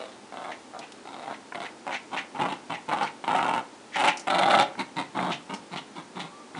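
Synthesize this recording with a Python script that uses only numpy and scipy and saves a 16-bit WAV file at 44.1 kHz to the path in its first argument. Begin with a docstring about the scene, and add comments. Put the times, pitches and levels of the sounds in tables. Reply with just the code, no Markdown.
"""Tug-of-war on the bed

Two small dogs, close to the microphone, tug at a rope toy on a bed and growl in quick strings of short growls.
Slack vocal folds flap unevenly into chest, throat and muzzle; many growls end in a snort through the nose.
Single slaps of the folds, scrapes of teeth and claws on toy and bedding, and a faint nose whistle join in.
A small bedroom answers over its steady hum."""
import sys
import numpy as np
from scipy import signal
from scipy.fft import rfft, irfft, next_fast_len
from scipy.io import wavfile
from scipy.ndimage import uniform_filter1d, map_coordinates

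SR = 44100
rng = np.random.default_rng(int(sys.argv[2]) if len(sys.argv) > 2 else 0)


def output_pcm(signal):
    """Save a mono or channel-first signal as 16-bit PCM at the path in sys.argv[1].

    Samples are clipped to [-1, 1] before scaling.
    """
    pcm = np.clip(np.atleast_2d(signal).T, -1, 1) * 32767
    wavfile.write(sys.argv[1], SR, np.round(pcm).astype(np.int16))


N = 290619  # samples


def amp(db):
    """Decibels to gain."""
    return 10 ** (np.asarray(db) / 20)


def unit(x):
    """Scale to rms 1."""
    return x / np.sqrt(np.mean(x ** 2) + 1e-20)


def along(points, hz):
    """(Hz, value) points read on a log frequency axis."""
    f, v = np.transpose(points)
    return np.interp(np.log(hz + 1), np.log(f + 1), v)


def filtered(x, response):
    """x times a complex response of frequency."""
    m = next_fast_len(len(x) + 4096)
    hz = np.fft.rfftfreq(m, 1 / SR)
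    return irfft(rfft(x, m) * response(hz), m)[:len(x)]


def resonate(x, modes, low_hz):
    """x through (Hz, width Hz, dB) resonances that radiate little below low_hz."""
    def body(f):
        return sum(amp(db) * 1j * f * w / (c * c - f * f + 1j * f * w) for c, w, db in modes)

    def radiation(f):
        return -f * f / (low_hz ** 2 - f * f + 1j * np.sqrt(2) * f * low_hz)

    return filtered(x, lambda f: body(f) * radiation(f))


def muffle(x, edge_hz, order=2):
    """A causal low-pass."""
    return signal.sosfilt(signal.butter(order, min(edge_hz, SR / 3), fs=SR, output="sos"), x)


def steady(x, seconds):
    """Hold the rms near 1 over stretches of the given length."""
    x = unit(x)
    power = uniform_filter1d(x * x, max(int(seconds * SR), 2))
    return x / np.sqrt(np.abs(power) + 0.037)  # the floor keeps pauses from being blown up


def add(track, s, x):
    """Mix x into the track from time s."""
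    start = max(round(s * SR), 0)
    track[start:start + len(x)] += x[:max(len(track) - start, 0)]


def wobble(n, rate):
    """A smooth random curve, rate knots a second."""
    knots = rng.standard_normal(int(n * rate / SR) + 4)
    return map_coordinates(knots, [np.arange(n) * rate / SR])


def blend(a, b, share):
    """Two unrelated sounds mixed by power; share is that of b."""
    share = np.clip(share, 0, 1)
    return np.sqrt(1 - share) * unit(a) + np.sqrt(share) * unit(b)


# Steady spectrum of the room at the microphone. Each row: frequency in Hz, relative density in dB per Hz.
HUM_SPECTRUM = [(12, -58), (20, -29), (144, -8.5), (173, -11.5), (213, 2.5), (291, 3), (687, -5.5),
                (868, -2), (1010, -6.5), (1350, -9), (1500, -10), (1990, -13), (3100, -15), (4830, -17),
                (10000, -22.5), (13000, -91), (22000, -120)]


def hum():
    """The steady background of the room: noise shaped to a fixed spectrum."""
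    noise = rng.standard_normal(N)
    return amp(-48.0) * unit(filtered(noise, lambda hz: amp(along(HUM_SPECTRUM, hz))))


def flaps(n, rate, jitter, scatter_db):
    """Fold closures at uneven intervals and of uneven strength."""
    gap, size = rng.standard_normal((128, 2)).T
    gaps = np.exp(jitter * gap) / rate
    at = ((np.cumsum(gaps) - gaps[0] + 0.001977) * SR).astype(int)
    inside = at < n
    return np.bincount(at[inside], amp(scatter_db * size[inside]), n)


def fold_tone(n, hz):
    """The low hum of the folds when they swing almost evenly."""
    phase = 2 * np.pi * np.cumsum(hz * (1 + 0.048 * wobble(n, rate=41.8))) / SR
    return unit(np.sin(phase) + amp(-8.5) * np.sin(2 * phase))


def scatter(x, echo_db, fall):
    """Sound leaving the lowered head also bounces off the toy, the other dog and the bed."""
    t = np.arange(SR // 20) / SR
    paths = rng.standard_normal(len(t)) * np.exp(-t / fall) * (t > .0015)
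    echoes = signal.fftconvolve(x, paths / np.linalg.norm(paths))[:len(x)]
    return x + amp(echo_db) * echoes


def airway(x, modes, low_hz, shift, echo_db, fall):
    """The jaw works on the toy, so resonances and near echoes drift between a lower and a higher place."""
    jaw = np.pi / 4 * (1 + np.tanh(3.8 * wobble(len(x), rate=30.65)))
    total = 0
    for side, share in [(-0.6, np.cos(jaw)), (0.7, np.sin(jaw))]:
        moved = [(hz * np.exp(side * shift), w, db) for hz, w, db in modes]
        total = total + scatter(resonate(x * share, moved, low_hz), echo_db, fall)
    return total


def slap():
    """The folds shut sharply and crack through the whole airway; peak 1."""
    stretch = np.exp(0.051 * rng.standard_normal())
    modes = [(830 * stretch, 150, 0), (1300 * stretch, 350, -8),
             (2100 * stretch, 400, -13), (3000 * stretch, 900, -20)]
    ring = muffle(resonate(signal.unit_impulse(2048), modes, low_hz=255), edge_hz=2160, order=6)
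    ring = scatter(ring, echo_db=6.5, fall=0.003)
    return ring / np.abs(ring).max()


# Resonances of the chest. Each row: centre in Hz, width in Hz, gain in dB before radiation.
CHEST_MODES = [(139, 39, -9), (191, 54, 3), (275, 72, 5), (338, 17, 1)]
CLEAN_AT_0_DB, CLEAN_GROWS = 1.95, 1.5  # the stronger the chest, the more evenly the folds swing
FALL_OCTAVES, FALL_S = 0.22, 0.092  # the fold tone sinks around the end of a growl


def chest_voice(pulses, t, length, rate, chest_db, tension):
    """Flaps ring the chest; tense folds add an even, sinking tone."""
    rumble = muffle(resonate(pulses, CHEST_MODES, low_hz=134), edge_hz=343, order=4)
    pitch = rate * 2 ** (-FALL_OCTAVES * np.clip((t - length) / FALL_S + .5, 0, 1))
    clean = CLEAN_AT_0_DB * amp(2 * CLEAN_GROWS * chest_db) * tension
    return blend(steady(rumble, seconds=.035), fold_tone(len(t), pitch), clean)


# Upper throat resonances. 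Each row: centre in Hz before the jaw moves it, width in Hz, gain in dB before radiation.
PHARYNX_MODES = [(587, 71, -20), (1128, 200, -16), (1310, 165, -8)]
THROAT_WIDTH_HZ, WIDTH_LOSS_HZ = 257, 157  # the throat resonance sharpens with effort


def throat_voice(pulses, puffs, air, effort, throat_hz):
    """Flaps and turbulent puffs ring the throat."""
    width = max(THROAT_WIDTH_HZ - WIDTH_LOSS_HZ * effort.mean(), 20)
    modes = [(throat_hz, width, 0)] + PHARYNX_MODES
    throat = airway(blend(pulses, puffs, air * 0.56), modes, low_hz=550, shift=0.028, echo_db=0, fall=0.016)
    return steady(muffle(throat, edge_hz=1220, order=4), seconds=0.028)


# Muzzle resonances. Each row: centre in Hz before the jaw moves it, width in Hz, gain in dB before radiation.
MUZZLE_MODES = [(2155, 170, 12), (2670, 520, 1), (3920, 980, -1.5)]
LIP_WIDTH_HZ, LIP_DB = 520, 2.5  # the mouth's front resonance, gain on the same scale


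def muzzle_voice(pulses, puffs, alternation, air, lip_hz):
    """Flaps and turbulent puffs ring the muzzle and lips."""
    source = alternation * blend(pulses, puffs, 0.34 + air * 0.68)
    modes = MUZZLE_MODES + [(lip_hz, LIP_WIDTH_HZ, LIP_DB)]
    muzzle = airway(source, modes, low_hz=1850, shift=0.053, echo_db=-4.5, fall=0.0038)
    return steady(muffle(muzzle, edge_hz=3300 + 0.2 * lip_hz, order=10), seconds=0.077)


# Resonances of air hissing at the lips. Each row: centre in Hz, width in Hz, gain in dB before radiation.
LIP_HISS_MODES = [(5300, 2400, 0.17), (7660, 2500, -1.2)]


def lip_hiss(puffs, alternation):
    """Turbulent puffs hiss at the lips."""
    return unit(resonate(alternation * puffs, LIP_HISS_MODES, low_hz=4430))


CRACK_SCATTER_DB = 22.5  # greatest rise or fall of single ticks


def crack(pulses):
    """The dry tick of each fold closure, of widely varying strength."""
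    strength = amp(CRACK_SCATTER_DB * np.tanh(wobble(len(pulses), rate=310)))
    ticks = resonate(pulses * strength, [(1400, 2600, -2.5), (4430, 760, 0.5)], low_hz=500)
    return muffle(unit(ticks), edge_hz=4100)


SHUDDER_HZ, SHUDDER_DB = 24.4, 6  # mean rate, full swing to either side
SHUDDER_FROM_DB, SHUDDER_FULL_DB = -26, -22  # growl levels between which it sets in


def shudder(n, level_db):
    """In a hard growl the loose lips and palate shudder almost evenly; the swing in dB."""
    depth_db = np.interp(level_db, [SHUDDER_FROM_DB, SHUDDER_FULL_DB], [0, SHUDDER_DB])
    rate = SHUDDER_HZ + 0.28 * wobble(n, rate=20)
    return depth_db * np.sin(2 * np.pi * np.cumsum(rate) / SR)


RELEASE_S = .016  # the push of air dies away
QUIET_DB, HARD_DB = -36, -22  # push at no effort and at full effort
SLACK_RATE, TENSE_RATE = 83, 350  # flaps per s
AIR_SLACK, AIR_TENSE = 0.14, 0.31  # turbulent air of slack and of tense folds, scaled for throat and muzzle
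ALTERNATE_DB = -6  # at full effort every second flap reaches the muzzle weaker
HISS_DB, HISS_SHUDDER = -13, 0.6  # under the muzzle; share of the muzzle's shudder in dB
CRACK_DB = -15  # under the muzzle, at full tension


def growl(length, attack, level_db, swell_db, chest_db, muzzle_db, rate, throat_hz, lip_hz):
    """One growl: each flap rings the airway and lets a puff of turbulent air through."""
    t = np.arange(0, length + .1, 1 / SR)
    n = len(t)
    push_db = level_db + swell_db * (np.minimum(t / length, 1) - .5)
    release = np.exp(-np.maximum(t - length, 0) / RELEASE_S)
    envelope = amp(push_db) * np.minimum(t / attack, 1) * release
    effort = np.clip((push_db - QUIET_DB) / (HARD_DB - QUIET_DB), 0, 1)
    tension = np.interp(rate, [SLACK_RATE, TENSE_RATE], [0, 1])
    air = AIR_SLACK + tension * (AIR_TENSE - AIR_SLACK)

    pulses = flaps(n, rate, jitter=.4, scatter_db=2.5)
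    puff_shape = signal.lfilter([1], [1, -np.exp(-1 / (.004 * SR))], pulses)  # each puff fades in 4 ms
    puffs = puff_shape * rng.standard_normal(n)
    alternation = amp(ALTERNATE_DB * effort * (np.cumsum(pulses > 0) % 2))

    chest = chest_voice(pulses, t, length, rate, chest_db, tension)
    throat = throat_voice(pulses, puffs, air, effort, throat_hz)
    muzzle = muzzle_voice(pulses, puffs, alternation, air, lip_hz)
    hiss = lip_hiss(puffs, alternation)
    ticks = tension * amp(CRACK_DB) * crack(pulses)

    shudder_db = shudder(n, level_db)
    mouth = amp(shudder_db) * (muzzle + ticks) + amp(HISS_DB + HISS_SHUDDER * shudder_db) * hiss
    voice = amp(0.1 * shudder_db) * throat + amp(chest_db) * chest + amp(muzzle_db) * mouth
    return envelope * voice


# Growls of both dogs, close to the microphone. Each row: start in seconds, length in seconds,
# attack in seconds, level in dB, swell from start to end in dB, chest over throat in dB,
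# muzzle over throat in dB, flaps per second before jitter, throat resonance in Hz and lip
# resonance in Hz, both before the jaw moves them.
GROWL_EVENTS = [ (0.0, 0.097, .004, -42.5, -13.5, -18, -7, 103, 630, 3580),
                (0.321, 0.19, .004, -38.5, 3, -15.5, -11.5, 100.5, 734, 3280),
                (0.734, 0.11, .004, -42.5, -5.5, -14, -18, 84, 710, 3780),
                (1.052, 0.21, .004, -43, 2.5, -12, -8.5, 90, 740, 3570),
                (1.269, 0.058, .008, -35.5, -0.5, -12, -12.5, 112, 780, 3450),
                (1.545, .11, .003, -37.5, -1, -11, -6, 104, 766, 3360),
                (1.865, 0.087, .003, -34, -2, -14.5, -9.5, 100, 790, 2500),
                (2.115, 0.1, .025, -35.5, -17, -10.5, -8.5, 138, 865, 3100),
                (2.345, 0.02, .006, -35, 5, -10, -13, 132, 850, 2500),
                (2.39, 0.076, .006, -26.5, -1, -8.5, -10.5, 188, 860, 2500),
                (2.471, 0.064, .01, -35.5, 5.5, -7, -5.5, 155, 845, 2960),
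                (2.695, 0.046, .01, -32.5, -7, -8, -5.5, 168, 850, 2750),
                (2.879, 0.018, .01, -30.5, 3.5, -9, -10.5, 171, 850, 2500),
                (2.912, 0.027, .004, -25.5, 4, -14, -11.5, 175, 893, 2750),
                (2.957, 0.03, .008, -32.5, 1.5, -7, -8.5, 145, 890, 2940),
                (3.005, 0.036, .005, -25.5, 2, -14, -10.5, 190, 900, 2840),
                (3.238, 0.0087, .004, -31.5, -9, -10.5, -7, 170, 860, 2960),
                (3.267, .32, .008, -26, -1.5, -13, -11.5, 139.6, 847, 2650),
                (3.952, 0.14, .012, -24.5, 9.5, -15, -6.5, 213, 838, 2690),
                (4.268, .014, .008, -24, -2, -13, -11, 200, 780, 3170),
                (4.297, 0.32, .005, -21.5, 5.5, -14.5, -10, 208, 775, 3380),
                (4.774, 0.038, .025, -30.5, 1, -3.5, -4.5, 180, 890, 3930),
                (4.959, 0.05, .022, -30, -2, -4.5, -3, 166, 915, 3850),
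                (5.142, 0.17, .025, -30, -1, -4.5, -11.5, 182, 860, 3370),
                (5.492, 0.049, .008, -36.5, 2.5, -2, -6, 202, 900, 2820),
                (5.709, 0.076, .03, -37.5, -4, -2, -4, 167, 875, 3940),
                (5.953, 0.046, .03, -38, -6.5, -1, -5.5, 176, 960, 3410),
                (6.149, 0.12, .03, -40.5, -12.5, -0.5, -4, 180, 890, 3380),
                (6.542, 0.054, .005, -41, 16, -1, -7.5, 170, 886, 3420), ]
OPENING_SLAP_DB, ABRUPT_S = 2, 0.0078  # first closure over the growl's level; slower attacks lose it


def growls():
    """The whole string of growls; an abrupt one opens with a slap of the folds."""
    track = np.zeros(N)
    for start, length, attack, level_db, *voice in GROWL_EVENTS:
        add(track, start, growl(length, attack, level_db, *voice))
        abruptness = np.exp(-(attack / ABRUPT_S) ** 2)
        add(track, start + attack / 2, amp(level_db + OPENING_SLAP_DB) * abruptness * slap())
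    return track


# How long the small bedroom rings. Each row: frequency in Hz, time to fall by 60 dB in seconds.
ROOM_DECAY = [(150, 0.46), (800, 0.36), (2500, 0.32), (9000, 0.085)]


def bedroom(x):
    """The walls answer after 5 ms, always differently as the dogs move; bedding soon swallows the sound."""
    wet, step = np.zeros(N), SR // 8
    padded = np.pad(x, (step, step))
    for start in range(0, N, step):
        hz, t, z = signal.stft(rng.standard_normal(SR // 2), SR, nperseg=256)
        decay = amp(-60 * t / along(ROOM_DECAY, hz)[:, None])
        tail = signal.istft(z * decay, SR, nperseg=256)[1]
        piece = padded[start:start + 2 * step]
        faded = piece * np.hanning(2 * step)[:len(piece)]  # overlapping pieces crossfade
        echo = signal.fftconvolve(faded, tail / np.linalg.norm(tail))
        add(wet, (start - step) / SR + .005, echo[step:] if start == 0 else echo)
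    return wet


# Resonances of the nose. Each row: centre in Hz, width in Hz, gain in dB before radiation.
NOSE_MODES = [(1980, 270, -6), (2710, 960, -15), (3780, 650, -29), (5700, 890, -14), (8800, 1100, -43)]
# Snorts, close to the microphone. Each row: peak time in seconds, level in dB, rise in seconds, nostril resonance in Hz.
SNORT_EVENTS = [(.078, -51.5, .012, 3520), (.522, -37, 0.007, 2020), (0.842, -45, 0.033, 2500),
                (1.346, -44, .017, 1930), (1.66, -38, 0.01, 1980), (1.951, -29, 0.027, 2170),
                (2.186, -28, 0.016, 2130), (2.746, -35, 0.0084, 2160), (3.036, -40, 0.011, 4500),
                (3.073, -36.5, 0.013, 2230), (3.968, -29, 0.028, 1970), (4.09, -22.5, 0.02, 2440),
                (4.612, -26.5, 0.0053, 3320), (5.329, -28.5, .014, 3000), (5.778, -36, 0.014, 2970),
                (6.205, -35.5, 0.0058, 3460)]
SNORT_FALL_S, FLUTTER_DB = 0.019, 2.5


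def snorts():
    """Air forced through the nose, chopped by the fluttering soft palate."""
    track, t = np.zeros(N), np.arange(-SR // 8, SR // 8) / SR
    for s, db, rise, hz in SNORT_EVENTS:
        flutter = amp(FLUTTER_DB * np.tanh(wobble(len(t), rate=290)))
        breath = flutter * rng.standard_normal(len(t))
        hiss = resonate(breath, NOSE_MODES + [(hz, 650, 0)], low_hz=1350)
        hiss = unit(muffle(hiss, edge_hz=3770))
        envelope = np.exp(-np.where(t < 0, (t / rise) ** 2, t / SNORT_FALL_S))
        add(track, s + t[0], amp(db) * hiss * envelope)
    return track


# Single slaps of the folds, from hard to faint, close to the microphone. Each row: start in seconds, peak in dB.
SLAP_EVENTS = [(0.454, -28.5), (1.053, -38), (1.305, -35), (1.522, -26.5), (1.548, -26.5), (1.894, -29),
               (2.39, -21), (2.919, -21), (2.939, -21), (3.346, -14), (3.39, -14), (4.042, -12.5),
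               (4.539, -10), (4.752, -32), (5.189, -17), (6.169, -32), (6.548, -28.5)]


def slaps():
    """Now and then a single closure of the folds, hard or faint, is added to the growls."""
    track = np.zeros(N)
    for s, db in SLAP_EVENTS:
        add(track, s, amp(db) * slap())
    return track


# Teeth and claws on toy and bedding. Each row: start in seconds, level in dB, fall in seconds, centre in Hz.
SCRAPE_EVENTS = [(.791, -36, 0.0057, 4060), (0.921, -40, 0.0058, 3200), (4.172, -33, 0.0089, 5450),
                 (4.195, -37, 0.015, 5850), (5.539, -40.5, 0.021, 5270)]


def scrapes():
    """Short bright scratches that start at once and die away."""
    track, t = np.zeros(N), np.arange(SR // 8) / SR
    for s, db, fall, hz in SCRAPE_EVENTS:
        grit = unit(resonate(rng.standard_normal(len(t)), [(hz, 1600, 0)], low_hz=2500))
        add(track, s, amp(db) * grit * np.exp(-t / fall))
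    return track


# Path of a thin nose whistle. Each row: time in seconds, pitch in Hz before it wavers, peak level in dB.
WHISTLE_PATH = [(6.298, 1098, -56), (6.345, 1155, -46.5), (6.41, 1177, -50), (6.45, 1150, -58)]


def whistle():
    """A narrowed nostril sings faintly: one wavering sine."""
    s, hz, db = np.transpose(WHISTLE_PATH)
    t = np.arange(N) / SR
    waver = 1 + .008 * wobble(N, rate=40)
    phase = 2 * np.pi * np.cumsum(np.interp(t, s, hz) * waver) / SR
    return amp(np.interp(t, s, db, -120, -120)) * np.sin(phase)


def scene():
    """Both dogs close by, in the room."""
    dogs = growls() + slaps() + snorts() + scrapes() + whistle()
    return (dogs + amp(-12) * bedroom(dogs) + hum())[None]


TOP_HZ = 10150  # band limit


def record(dry):
    """The microphone sheds the deep bass and keeps nothing above its band limit."""
    thin = signal.sosfilt(signal.butter(1, 70, "high", fs=SR, output="sos"), dry)
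    return np.array([filtered(channel, lambda hz: hz < TOP_HZ) for channel in thin])


dry = scene()
out = record(dry)
output_pcm(out)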